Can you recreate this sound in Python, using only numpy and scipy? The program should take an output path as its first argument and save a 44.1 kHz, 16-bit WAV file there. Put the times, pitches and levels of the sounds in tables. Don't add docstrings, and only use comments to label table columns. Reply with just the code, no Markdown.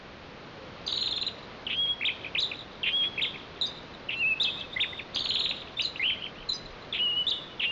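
import sys
import numpy as np
from scipy import signal
from scipy.fft import rfft, irfft, next_fast_len
from scipy.io import wavfile
from scipy.ndimage import uniform_filter1d, map_coordinates

SR = 44100
rng = np.random.default_rng(int(sys.argv[2]) if len(sys.argv) > 2 else 0)


def put_to_file(sound):
    columns = np.atleast_2d(sound).T
    safe = np.clip(columns, -1, 1)
    whole_steps = np.round(safe * 32767)
    wavfile.write(sys.argv[1], SR, whole_steps.astype(np.int16))


N = 340011

# f/Hz, relative density/dB
HISS_SPECTRUM = [(15, -15.5), (55, -8.5), (150, -6), (300, -8.5), (490, -7.5), (800, -12.5), (1100, -12),
                 (1700, -16), (2300, -17), (4100, -21), (6000, -35), (6900, -43), (7800, -78.5),
                 (9000, -100)]
# f/Hz, gain/dB
INPUT_FILTER = [(4100, 2), (4500, -11), (5000, -5), (5200, -19), (5500, -30.5)]
OUTPUT_FILTER = [(4400, -0.5), (5500, -1.5), (6300, -12.5), (7000, -25.5), (7400, -37.5), (7800, -60.5),
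                 (11000, -73)]
# t/s, level/dB
BUMPS = [(6.42, -48), (6.51, -49), (6.66, -49), (6.73, -47)]
# f/Hz, t60/s
WOOD_DECAY = [(2000, 0.09), (3500, 0.558), (5000, 0.53)]
# f/Hz, gain/dB
TREE_COLOUR = [(2000, -6.5), (3000, 3), (3550, 2), (3900, -3.5), (4300, 0.5), (5000, -3.5)]
# f/Hz, gain/dB
THROAT = [(1800, -9), (2500, 2.5), (3000, 0.5), (3500, 8), (3900, 7), (4200, -5.5), (4500, 4), (5000, -0.5)]
# t/s, length/s, evenly spaced f/Hz, base level/dB
PEEP_AND_MEW = [(5.768, 0.028, [3670, 3560, 3700], -37.5), (5.995, 0.044, [2030, 2130, 1900], -24.5),
                (6.022, .086, [2105, 2783, 3041, 3148, 1973], -20)]
# t/s, start f/Hz, end f/Hz, base level/dB
DIVES = [(1.666, 3466, 2146, -28), (2.349, 3126, 1708, -19), (2.831, 3507, 2170, -22),
         (4.086, 3257, 2179, -29), (6.925, 3687, 2991, -32), (7.596, 3631, 2203, -30.5)]
DIVE_SHAPE = [0, .36, .57, 1]
# t/s, f/Hz, base level/dB, then the last note's f/Hz, length/s, base level/dB
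CHIPS = [(3.612, 3871, -17.5, 4807, .02, -26), (6.488, 4113, -16.5, 5000, 0.035, -25)]
CHIP_FALL = [1.04, 1, .93]
# t/s, climb/s, fall/s, start f/Hz, end f/Hz, climb base level/dB, fall base level/dB
YIPS = [(2.371, .027, 0.037, 1745, 3539, -23, -22), (4.399, .03, .022, 3299, 3071, -15.5, -16),
        (5.794, .021, .041, 2223, 3896, -18, -21), (7.267, 0.029, .024, 3362, 2988, -18, -21)]
# t/s, low top f/Hz, tall top f/Hz, low base level/dB, tall base level/dB
YELPS = [(2.01, 2664, 3812, -30, -21.5), (3.174, 2654, 3769, -26, -22), (4.761, 2070, 3676, -26, -21.5)]
YELP_ARCH = [.52, .82, 1, .85, .63, .48]
TRILL_ARCH = [.86, 0.999, .92, 0.548]
# t/s, notes, first gap/s, base level/dB, fade per note/dB, flattening of the first arch/0-1
TRILLS = [(.864, 9, .0476, -20.5, 0.9427, .4), (5.146, 8, .0472, -18, 0.68, .1)]
# t/s, length/s, rasp/s, swell/s, rasp f/Hz, base level/dB of rasp, catch and held tone
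WHISTLES = [(1.685, 0.2413, 0.075, 0.017, 2845, -25.5, -29, -19.5),
            (2.851, 0.233, .07, .015, 2809, -21, -30, -19.5),
            (4.102, 0.2347, .054, 0.049, 2796, -24.5, -41, -19.5),
            (6.934, .298, 0.075, 0.01, 3044, -22, -25, -22),
            (7.613, 0.18, .053, 0.019, 2926, -19.5, -30, -30)]
# t/s, f/Hz
HELD_PITCH = [
    [(1.75, 3163), (1.808, 3314), (1.844, 3321), (1.862, 3226), (1.882, 3297), (1.925, 3325)],
    [(2.92, 3168), (2.972, 3363), (3.006, 3277), (3.028, 3227), (3.042, 3347), (3.074, 3335), (3.088, 3283)],
    [(4.172, 2679), (4.212, 2814), (4.242, 2507), (4.28, 2681), (4.308, 2611), (4.33, 2599)],
    [(7.005, 2839), (7.037, 3018), (7.071, 2848), (7.105, 2934), (7.117, 2828), (7.211, 2985),
     (7.235, 2891)],
    [(7.665, 2728), (7.685, 2779), (7.7, 2807)],
]


def amp(db):
    return 10 ** (np.asarray(db) / 20)


def unit(x):
    return x / np.sqrt(np.mean(x ** 2) + 1e-20)


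def along(points, hz):
    f, v = np.transpose(points)
    return np.interp(np.log(hz + 1), np.log(f + 1), v)


def wobble(rate, n):
    return map_coordinates(rng.standard_normal(int(n * rate / SR) + 4), [np.arange(n) * rate / SR])


def filtered(x, response):
    size = next_fast_len(N + SR // 2)
    return irfft(rfft(x, size) * response(np.fft.rfftfreq(size, 1 / SR)), size)[..., :N]


def add(track, s, sound):
    room = track[round(s * SR):][:len(sound)]
    room += sound[:len(room)]


def tone(hz, rise_s, fall_s):
    t = np.arange(len(hz)) / SR
    gate = np.clip(t / rise_s, 0, 1) * np.clip((t[-1] - t) / fall_s, 0, 1)
    return np.sin(np.pi / 2 * gate) ** 2 * np.sin(2 * np.pi * np.cumsum(hz) / SR)


def hiss(db=-45, waver_db=0.64):
    noise = unit(filtered(rng.standard_normal(N), lambda hz: amp(along(HISS_SPECTRUM, hz))))
    return amp(db + waver_db * wobble(2.6, N)) * noise


def converter_sheen(x, db=-49.5):
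    clock = sum(np.cos(2 * np.pi * hz * np.arange(N) / SR) for hz in (6000, 9000, 12000, 15000))
    return filtered(amp(db) * x * clock, lambda hz: hz > 8200)


def limiter(x, ceiling_db=-25.0, knee=1.36, window_s=0.00087):
    size = round(window_s * SR)
    level = np.sqrt(np.abs(uniform_filter1d(x ** 2, size)))
    gain = (1 + (level / amp(ceiling_db)) ** knee) ** (-1 / knee)
    return x * uniform_filter1d(gain, size)


def far_hoot(start_s=.53, length_s=0.1837, from_hz=570, to_hz=485, db=-52):
    out = np.zeros(N)
    hz = np.linspace(from_hz, to_hz, round(length_s * SR))
    add(out, start_s, amp(db) * tone(hz, rise_s=0.028, fall_s=0.026))
    return out


def bumps(hz=32, width_s=0.028):
    t = np.arange(N) / SR
    return sum(amp(db) * np.exp(-((t - s) / width_s) ** 2) * np.sin(2 * np.pi * hz * (t - s))
               for s, db in BUMPS)


def hillside(x, delay_s=.1633, first_db=-21.5, second_db=-33, fading_db=5.54):
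    dulled = filtered(x, lambda hz: amp(along([(2600, 2), (4000, -10.0), (4800, -7)], hz)))
    lag = lambda hz: np.exp(-2j * np.pi * hz * delay_s)
    echoes = filtered(dulled, lambda hz: amp(first_db) * lag(hz) + amp(second_db) * lag(hz) ** 2)
    return echoes * amp(fading_db * wobble(25, N))


def trees(x, near_db=-11, near_t60=0.1477, far_db=-20, first_s=0.0066, spread_s=0.081, trunks=26):
    out, step = np.zeros(N), SR // 3
    for centre in range(0, N + step, step):
        hz, t, noise = signal.stft(rng.standard_normal(SR // 2), SR, nperseg=256)
        decay = amp(-60 * t / along(WOOD_DECAY, hz)[:, None])
        far = signal.istft(noise * decay, SR, nperseg=256)[1][:SR // 2]
        delays = (np.arange(trunks) + rng.random(trunks)) / trunks * spread_s
        strengths = rng.standard_normal(trunks) * amp(-60 * delays / near_t60)
        near = np.bincount((delays * SR).astype(int), strengths, len(far))
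        tail = amp(near_db) * near / np.linalg.norm(near) + amp(far_db) * far / np.linalg.norm(far)
        span = np.arange(max(centre - step, 0), min(centre + step, N))
        crossfaded = x[span] * np.cos(np.pi / 2 * (span - centre) / step)
        add(out, span[0] / SR + first_s, signal.fftconvolve(crossfaded, tail))
    return filtered(out, lambda hz: amp(along(TREE_COLOUR, hz)))


def low_noise(voice, db=-19, corner_hz=1300):
    loudness = np.sqrt(np.abs(uniform_filter1d(voice ** 2, 160)))
    noise = unit(filtered(rng.standard_normal(N), lambda hz: 1 / np.sqrt(1 + (hz / corner_hz) ** 4)))
    return amp(db) * loudness ** 2 / loudness.max() * noise


def slurs(notes, jitter=0.01823, crack=0.039, shimmer_db=5.5, dive_db=-5, climb_db=-7, tick_db=-21):
    out, steep_hz_per_s = np.zeros(N), 220000
    for s, length, pitches, db in notes:
        curve = np.polyfit(np.linspace(0, 1, len(pitches)), pitches, len(pitches) - 1)
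        hz = np.polyval(curve, np.linspace(0, 1, round(length * SR)))
        slope = np.gradient(hz) * SR / steep_hz_per_s
        dive, climb = np.clip(-slope, 0, 1) ** 2, np.clip(slope, 0, 1)
        shake, shimmer, tick = (wobble(rate, SR // 8)[:len(hz)] for rate in (550, 260, 2600))
        level = db + along(THROAT, hz) + dive_db * dive + climb_db * climb + shimmer_db * shimmer
        shaken_hz = hz * (1 + (jitter + crack * dive) * shake)
        add(out, s, amp(level) * tone(shaken_hz, rise_s=0.0023, fall_s=0.0015))
        add(out, s, amp(db + tick_db) * dive ** 2 * tick)
    return out


def dives(length_s=.015):
    return [(s, length_s, start + (end - start) * np.array(DIVE_SHAPE), db)
            for s, start, end, db in DIVES]


def chips(note_s=0.016, step_s=.0225, fade_db=8):
    notes = []
    for s, hz, db, high_hz, high_s, high_db in CHIPS:
        notes += [(s + k * step_s, note_s, hz * np.array(CHIP_FALL), db - k * fade_db) for k in (0, 1)]
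        notes.append((s + 2 * step_s, high_s, [high_hz, high_hz], high_db))
    return notes


def yips(break_hz=3903, flip_hz=5000, pause_s=0.004):
    glide = lambda start, end, halfway: [start, start + halfway * (end - start), end]
    notes = []
    for s, climb_s, fall_s, start_hz, end_hz, climb_db, fall_db in YIPS:
        notes.append((s, climb_s, glide(start_hz, break_hz, halfway=.78), climb_db))
        notes.append((s + climb_s + pause_s, fall_s, glide(flip_hz, end_hz, halfway=0.54), fall_db))
    return notes


def yelps(foot_hz=1907, low_s=.027, gap_s=.005, tall_s=.054):
    notes = []
    for s, low_hz, tall_hz, low_db, tall_db in YELPS:
        notes.append((s, low_s, [foot_hz, low_hz, foot_hz], low_db))
        notes.append((s + low_s + gap_s, tall_s, tall_hz * np.array(YELP_ARCH), tall_db))
    return notes


def trills(first_hz=4772.4, last_hz=4072, first_s=.018, last_s=.024, slowing_s=.0007, push_db=9):
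    notes = []
    for s, count, gap, db, fade_db, flattening in TRILLS:
        for k, (sharp, deep, loud) in enumerate(rng.standard_normal((count, 3))):
            strain = np.exp(-k / 2.6)
            top_hz = (last_hz + (first_hz - last_hz) * strain) * (1 + .01 * sharp)
            depth = 1 - flattening * (1 - k / (count - 1)) + .06 * deep
            length = last_s + (first_s - last_s) * strain
            start = s + k * gap + slowing_s * k * (k - 1) / 2
            level = db - k * fade_db + push_db * strain + 0.5 * loud
            notes.append((start, length, top_hz * np.array(TRILL_ARCH) ** depth, level))
    return notes


def whistles(flutter_hz=275, swing=0.1833, scratch=.06, chop=0.628, jitter=0.0054,
             burst_db=3, waver_db=4.5, attack_s=0.041, release_s=.013, split_db=-25):
    out = np.zeros(N)
    for row, pitch in zip(WHISTLES, HELD_PITCH):
        s, length, rasp_s, swell_s, rasp_hz, rasp_db, catch_db, held_db = row
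        t = np.arange(0, length, 1 / SR)
        rasp = np.interp(t, [.62 * rasp_s, rasp_s], [1, 0])
        hz = rasp * rasp_hz + (1 - rasp) * np.interp(s + t, *np.transpose(pitch))
        db = np.interp(t, [0, attack_s, rasp_s, rasp_s + swell_s, length - release_s, length],
                       [rasp_db - 8, rasp_db, catch_db, held_db, held_db, held_db - 9.5])
        drift, shake, scrape, burst, waver = (wobble(rate, SR // 2)[:len(t)]
                                              for rate in (161, 212, 1400, 323, 45))
        flutter = 2 * np.pi * np.cumsum(flutter_hz * (1 + 0.2 * drift)) / SR
        hz *= 1 + rasp * (swing * np.sin(flutter) + scratch * scrape) + jitter * shake
        pulses = 1 - chop * rasp * (1 - np.cos(flutter)) / 2
        level = db + waver_db * waver + burst_db * rasp * burst
        add(out, s, amp(level) * pulses * tone(hz, rise_s=0.0025, fall_s=0.006))
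        unsettled = (t > rasp_s) & (t < rasp_s + 1.2 * swell_s)
        fifth = tone(1.5 * hz[unsettled], swell_s / 2, swell_s / 2)
        add(out, s + rasp_s, amp(held_db + split_db) * fifth)
    return out


def scene():
    chatter = slurs(trills())
    calls = slurs(yelps() + yips() + chips() + dives() + PEEP_AND_MEW)
    held = whistles()
    quick = chatter + calls
    scatter = trees(amp(1) * chatter + calls + amp(-5) * held)
    direct = quick + held + low_noise(quick)
    echoes = hillside(quick + amp(1.35) * held + amp(4) * scatter)
    return (direct + scatter + echoes + far_hoot() + bumps())[None]


def record(dry, gain_db=1, stride=4, top_hz=12100):
    limited = limiter(amp(gain_db) * dry)
    narrow = filtered(limited, lambda hz: amp(along(INPUT_FILTER, hz)) * (hz < SR / stride / 2))
    sampled = stride * narrow * (np.arange(N) % stride == 0)
    mirrored = filtered(sampled, lambda hz: amp(along(OUTPUT_FILTER, hz)))
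    return filtered(mirrored + converter_sheen(narrow) + hiss(), lambda hz: hz < top_hz)


dry = scene()
out = record(dry)
put_to_file(out)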